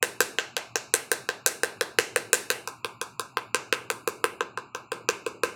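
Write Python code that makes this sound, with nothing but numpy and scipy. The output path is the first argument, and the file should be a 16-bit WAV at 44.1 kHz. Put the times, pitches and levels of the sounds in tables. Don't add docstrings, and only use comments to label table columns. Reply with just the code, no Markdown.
import sys
import numpy as np
from scipy import signal
from scipy.fft import rfft, irfft
from scipy.io import wavfile
from scipy.ndimage import uniform_filter1d

SR = 44100
rng = np.random.default_rng(int(sys.argv[2]) if len(sys.argv) > 2 else 0)


def wav_out(sig):
    wavfile.write(sys.argv[1], SR, np.round(np.clip(np.atleast_2d(sig).T, -1, 1) * 32767).astype(np.int16))


N = 244868


def gain_of(db):
    return 10 ** (np.asarray(db) / 20)


def read(points, hz):
    f, value = np.transpose(points)
    return np.interp(np.log(hz + 1), np.log(f + 1), value)


def room_tone():
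    # hz, level_db
    rumble_colour = [(25, -28.5), (45, -25.5), (60, -14), (100, -15.5), (200, -9.5), (400, -7.5),
                     (900, -12), (3000, -22), (6300, -56), (7200, -30.5), (8200, -53), (16000, -60.5)]
    rumble_rms_db, hum_rms_db, hum_hz = -55, -66.5, 120
    waver_db, waver_rad = 5.5, 1.3

    hz, t = np.fft.rfftfreq(N, 1 / SR), np.arange(N) / SR
    noise = rng.standard_normal(N)
    rumble = irfft(rfft(noise) * gain_of(read(rumble_colour, hz)), N)
    rumble *= gain_of(rumble_rms_db) / rumble.std()

    waver = uniform_filter1d(uniform_filter1d(rng.standard_normal((2, N)), 1500), 1500)
    waver /= waver.std()
    hum_peak = np.sqrt(2) * gain_of(hum_rms_db + waver_db * waver[0])
    hum = hum_peak * np.sin(2 * np.pi * hum_hz * t + waver_rad * waver[1])
    return rumble + hum


def causal(colour_db):
    log_gain = np.log(gain_of(np.concatenate([colour_db, colour_db[-2:0:-1]])))
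    return np.fft.ifft(np.exp(np.conj(signal.hilbert(log_gain)))).real


def ring(x, hz, width_hz):
    r = np.exp(-np.pi * width_hz / SR)
    poles = [1, -2 * r * np.cos(2 * np.pi * hz / SR), r * r]
    once = signal.lfilter([1, 0, -1], poles, x)
    twice = signal.lfilter([1, 0, -1], poles, once)
    return twice / abs(twice).max()


def paddle():
    # thud_db, knock_db, slap_db, fizz_db
    blows = [(0.0275, -18.5, -2.5, -6, -4, 1), (0.2055, -15, -5, -9.5, -3, -1),
             (0.386, -17.5, -12, -5, -7.5, -14), (0.5667, -20.5, -9.5, -3.5, -7, -10),
             (0.7572, -26, -8, -3.5, 7.5, -4.5), (0.9396, -17, -8, -4.5, -3.5, 2),
             (1.1165, -17, -7.5, -12, -5.5, -2.5), (1.2898, -19.5, -8.5, -10.5, -13, -13),
             (1.4625, -18.5, -5.5, -6.5, 3, 4.5), (1.6342, -16.5, -6.5, -10, -14, -7),
             (1.8106, -13, -8.5, -18.5, -19, -12.5), (1.9871, -17, -4, -2, 1, -3.5),
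             (2.161, -19.5, -2, -6.5, -7.5, -2.5), (2.3311, -14, -4, -7.5, -1.5, 2),
             (2.5028, -17.5, -5.5, -4, -9, -1), (2.6752, -32, -6, -3, -0.5, 1),
             (2.8464, -27.5, -6.5, -1, -10, -5), (3.0145, -25, -11.5, -8.5, -5, -4.5),
             (3.1959, -27.5, -10.5, -9, -1.5, -3.5), (3.3713, -22.5, -10, -1, -18.5, -10.5),
             (3.5459, -15, -10.5, -4, -8, -13.5), (3.7265, -14.5, -10, -0.5, -17.5, -10),
             (3.902, -23, -4.5, -6.5, -7.5, -0.5), (4.0759, -27, 0.5, -1, -0.5, 0.5),
             (4.2421, -18.5, -5.5, 0, -18, -5), (4.4077, -24.5, -2, -3, -16.5, -18),
             (4.575, -32.5, -3.5, -4.5, -9, -12.5), (4.7487, -29, -7, -3, -12, -9),
             (4.9191, -26.5, -1.5, -1.5, -10.5, -7), (5.0892, -16, -6.5, 0, -9, -10.5),
             (5.2641, -34, 6, 2.5, 2.5, -2), (5.435, -17.5, -3, 0, -9, -7)]
    part_levels = [(-28, 2, 0.73, .95, 0.018, 0, 0.013), (-27, -4.5, 0.28, 0, 0.12, 0.016, 0),
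                   (-36.5, 4, 0.31, 0, 0.03, 0.008, 0), (-28.5, -1.5, 0.72, 0.094, 0, 0.12, 0.03),
                   (-26, -4.5, 0.78, 0.035, 0.79, 0.082, 0), (-28, -6, .45, 0, 0.029, 0.046, 0),
                   (-32, -0.65, 1, 0.059, 0.04, 0.78, 0), (-28, -1.9, 0.92, 0.01, 0, 0.015, 0.98)]
    # part (row above), hz, level_db
    click_colour = [(0, 40, -73.5), (0, 35, -33), (0, 270, -7), (0, 400, 8), (1, 680, 0.7), (1, 800, 0.5),
                    (2, 984, 3), (3, 1703, 6.5), (4, 2200, 1.5), (4, 3160, -2.4), (5, 2800, -3.5),
                    (5, 3100, -4), (6, 7000, 2.5), (7, 9050, -4), (7, 12200, -8.5), (7, 18000, -20.5)]
    # part (row above), hz, width_hz (each pass), peak_db
    resonances = [(0, 483, 97.2, 9.5), (2, 1038, 120, 3.3), (3, 1554, 86.4, 0.6), (4, 2586, 500, 9),
                  (5, 3964, 250, -1.5)]
    # delay_ms, spread_ms, medium_blow_db, db_per_strength_db
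    touches = [(0.82, 0.46, -19, 0.2), (0.777, .015, -9, -0.24)]
    medium_db = -20
    move_s = 2.59
    crackle_ms, crackle_db = 0.48, -8
    click_db = 32.5
    tail_rings_db = -14
    touch_hz = 4440

    out = np.zeros((2, N + SR))
    t, hz = np.arange(2048) / SR, np.fft.rfftfreq(2048, 1 / SR)
    push = (t == 0) * 1.
    duller = signal.butter(2, touch_hz, fs=SR, output="sos")
    rings = [(int(part), gain_of(db) * ring(push, f, width)) for part, f, width, db in resonances]
    crackles = rng.standard_normal((len(blows), len(t)))
    crackles *= gain_of(crackle_db) * np.exp(-1000 * t / crackle_ms)
    slips = rng.uniform(-1.1, 1, len(blows))

    for (start_s, blow_db, *mix_db), crackle, slip in zip(blows, crackles, slips):
        moved = int(start_s > move_s)
        harder_db = blow_db - medium_db
        parts_db = [db + moved * moved_db + np.dot(shares, [harder_db, *mix_db])
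                    for db, moved_db, *shares in part_levels]

        colour = [(f, db + parts_db[int(part)]) for part, f, db in click_colour]
        click = gain_of(click_db) * causal(read(colour, hz))
        rung = sum(gain_of(parts_db[part]) * sound for part, sound in rings)
        crackled = signal.fftconvolve(click, crackle)[:len(t)]
        near = click + crackled + rung
        tail_feed = click + gain_of(tail_rings_db) * rung
        blow = np.array([near, tail_feed])

        delay_ms, spread_ms, touch_db, db_per_db = touches[moved]
        touch_db += db_per_db * harder_db
        again = gain_of(touch_db) * signal.sosfilt(duller, blow)
        again_s = start_s + abs(delay_ms + spread_ms * slip) / 1000
        for at_s, sound in ((start_s, blow), (again_s, again)):
            at = round(at_s * SR)
            out[:, at:at + len(t)] += sound
    return out[:, :N]


def early_echoes():
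    # delay_ms, level_db
    echoes = [(.65, -16), (1.3, -11.5), (2.4, -16), (6.2, -18.5), (10.4, -23), (11.5, -13), (15.5, -37.5),
              (18.3, -21.5), (23.5, -23), (28, -33)]
    scatter_ms, scatter_db = 0.66, -10.5

    early, lag_s = np.zeros(4096), np.arange(256) / SR
    smears = rng.standard_normal((len(echoes), len(lag_s)))
    smears *= gain_of(scatter_db) * np.exp(-1000 * lag_s / scatter_ms)
    for (delay_ms, db), smear in zip(echoes, smears):
        at = round(delay_ms * SR / 1000)
        scattered = np.gradient(smear)
        early[at:at + len(lag_s)] += gain_of(db) * ((lag_s == 0) + scattered)
    return early


def tail():
    # hz, t60_s
    decay = [(120, 0.57), (450, 0.57), (1000, 0.33), (2000, 0.48), (4000, 0.43), (8000, 0.35),
             (15000, 0.33)]
    # hz, level_db
    colour = [(120, 7.5), (450, -1.5), (1000, 3.5), (1600, -3), (2600, -1), (5000, -3), (9000, -2),
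              (15000, -9)]
    slot, build_up_s, tail_db = 12, 0.0013, -21

    taps, slots = np.zeros(SR), np.arange(0, SR - slot, slot)
    places = slots + rng.integers(0, slot, len(slots))
    taps[places] = rng.choice([-1., 1.], len(slots))
    taps *= 1 - np.exp(-(np.arange(SR) / SR / build_up_s) ** 2)
    hz, t, z = signal.stft(taps, SR, nperseg=256)
    decay_db = 60 * t / read(decay, hz)[:, None]
    z *= gain_of(read(colour, hz)[:, None] - decay_db)
    return signal.istft(z, SR, nperseg=256)[1] * gain_of(tail_db)


def workshop(near, tail_feed):
    round_s = 1.103
    turn = np.arange(N) / SR / round_s
    wet = signal.fftconvolve(near, early_echoes())[:N]
    for k in range(3):
        share = np.sqrt(2 / 3) * np.cos(2 * np.pi * (turn + k / 3))
        wet += signal.fftconvolve(tail_feed * share, tail())[:N]
    return wet


def scene():
    near, tail_feed = paddle()
    return (near + workshop(near, tail_feed) + room_tone())[None]


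def record(dry):
    # hz, threshold_db
    threshold = [(60, -76), (150, -70.5), (500, -54), (1200, -71.5), (1950, -52), (2500, -83),
                 (3250, -59.5), (4200, -85.5), (6000, -72), (7200, -89.5), (8500, -73), (16000, -106.5)]
    low_cut_hz, second_low_cut_hz, edge_hz = 70, 40, 17050
    gate_slope = 2
    gate_memory_s, hop = 0.024, 128
    drive_db, ceiling = 3.0, 1.1

    cut = signal.sosfilt(signal.butter(4, low_cut_hz, "high", fs=SR, output="sos"), dry)
    hz, _, z = signal.stft(cut, SR, nperseg=512, noverlap=512 - hop)
    keep = np.exp(-hop / (gate_memory_s * SR))
    power = uniform_filter1d(abs(z) ** 2, size=4, axis=1)
    power = signal.lfilter([1 - keep], [1, -keep], power)
    power_db = 10 * np.log10(abs(power) + 1e-16)
    under_db = np.minimum(power_db - read(threshold, hz)[:, None], 0)
    z_gated = z * gain_of(gate_slope * under_db)
    gated = signal.istft(z_gated, SR, nperseg=512, noverlap=512 - hop)[1][:, :N]

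    held = ceiling * np.tanh(gain_of(drive_db) * gated / ceiling)
    held = signal.sosfilt(signal.butter(2, second_low_cut_hz, "high", fs=SR, output="sos"), held)
    band_limit = signal.firwin(511, edge_hz, window=("kaiser", 10), fs=SR)
    return signal.oaconvolve(held, band_limit[None], "same")


dry = scene()
out = record(dry)
wav_out(out)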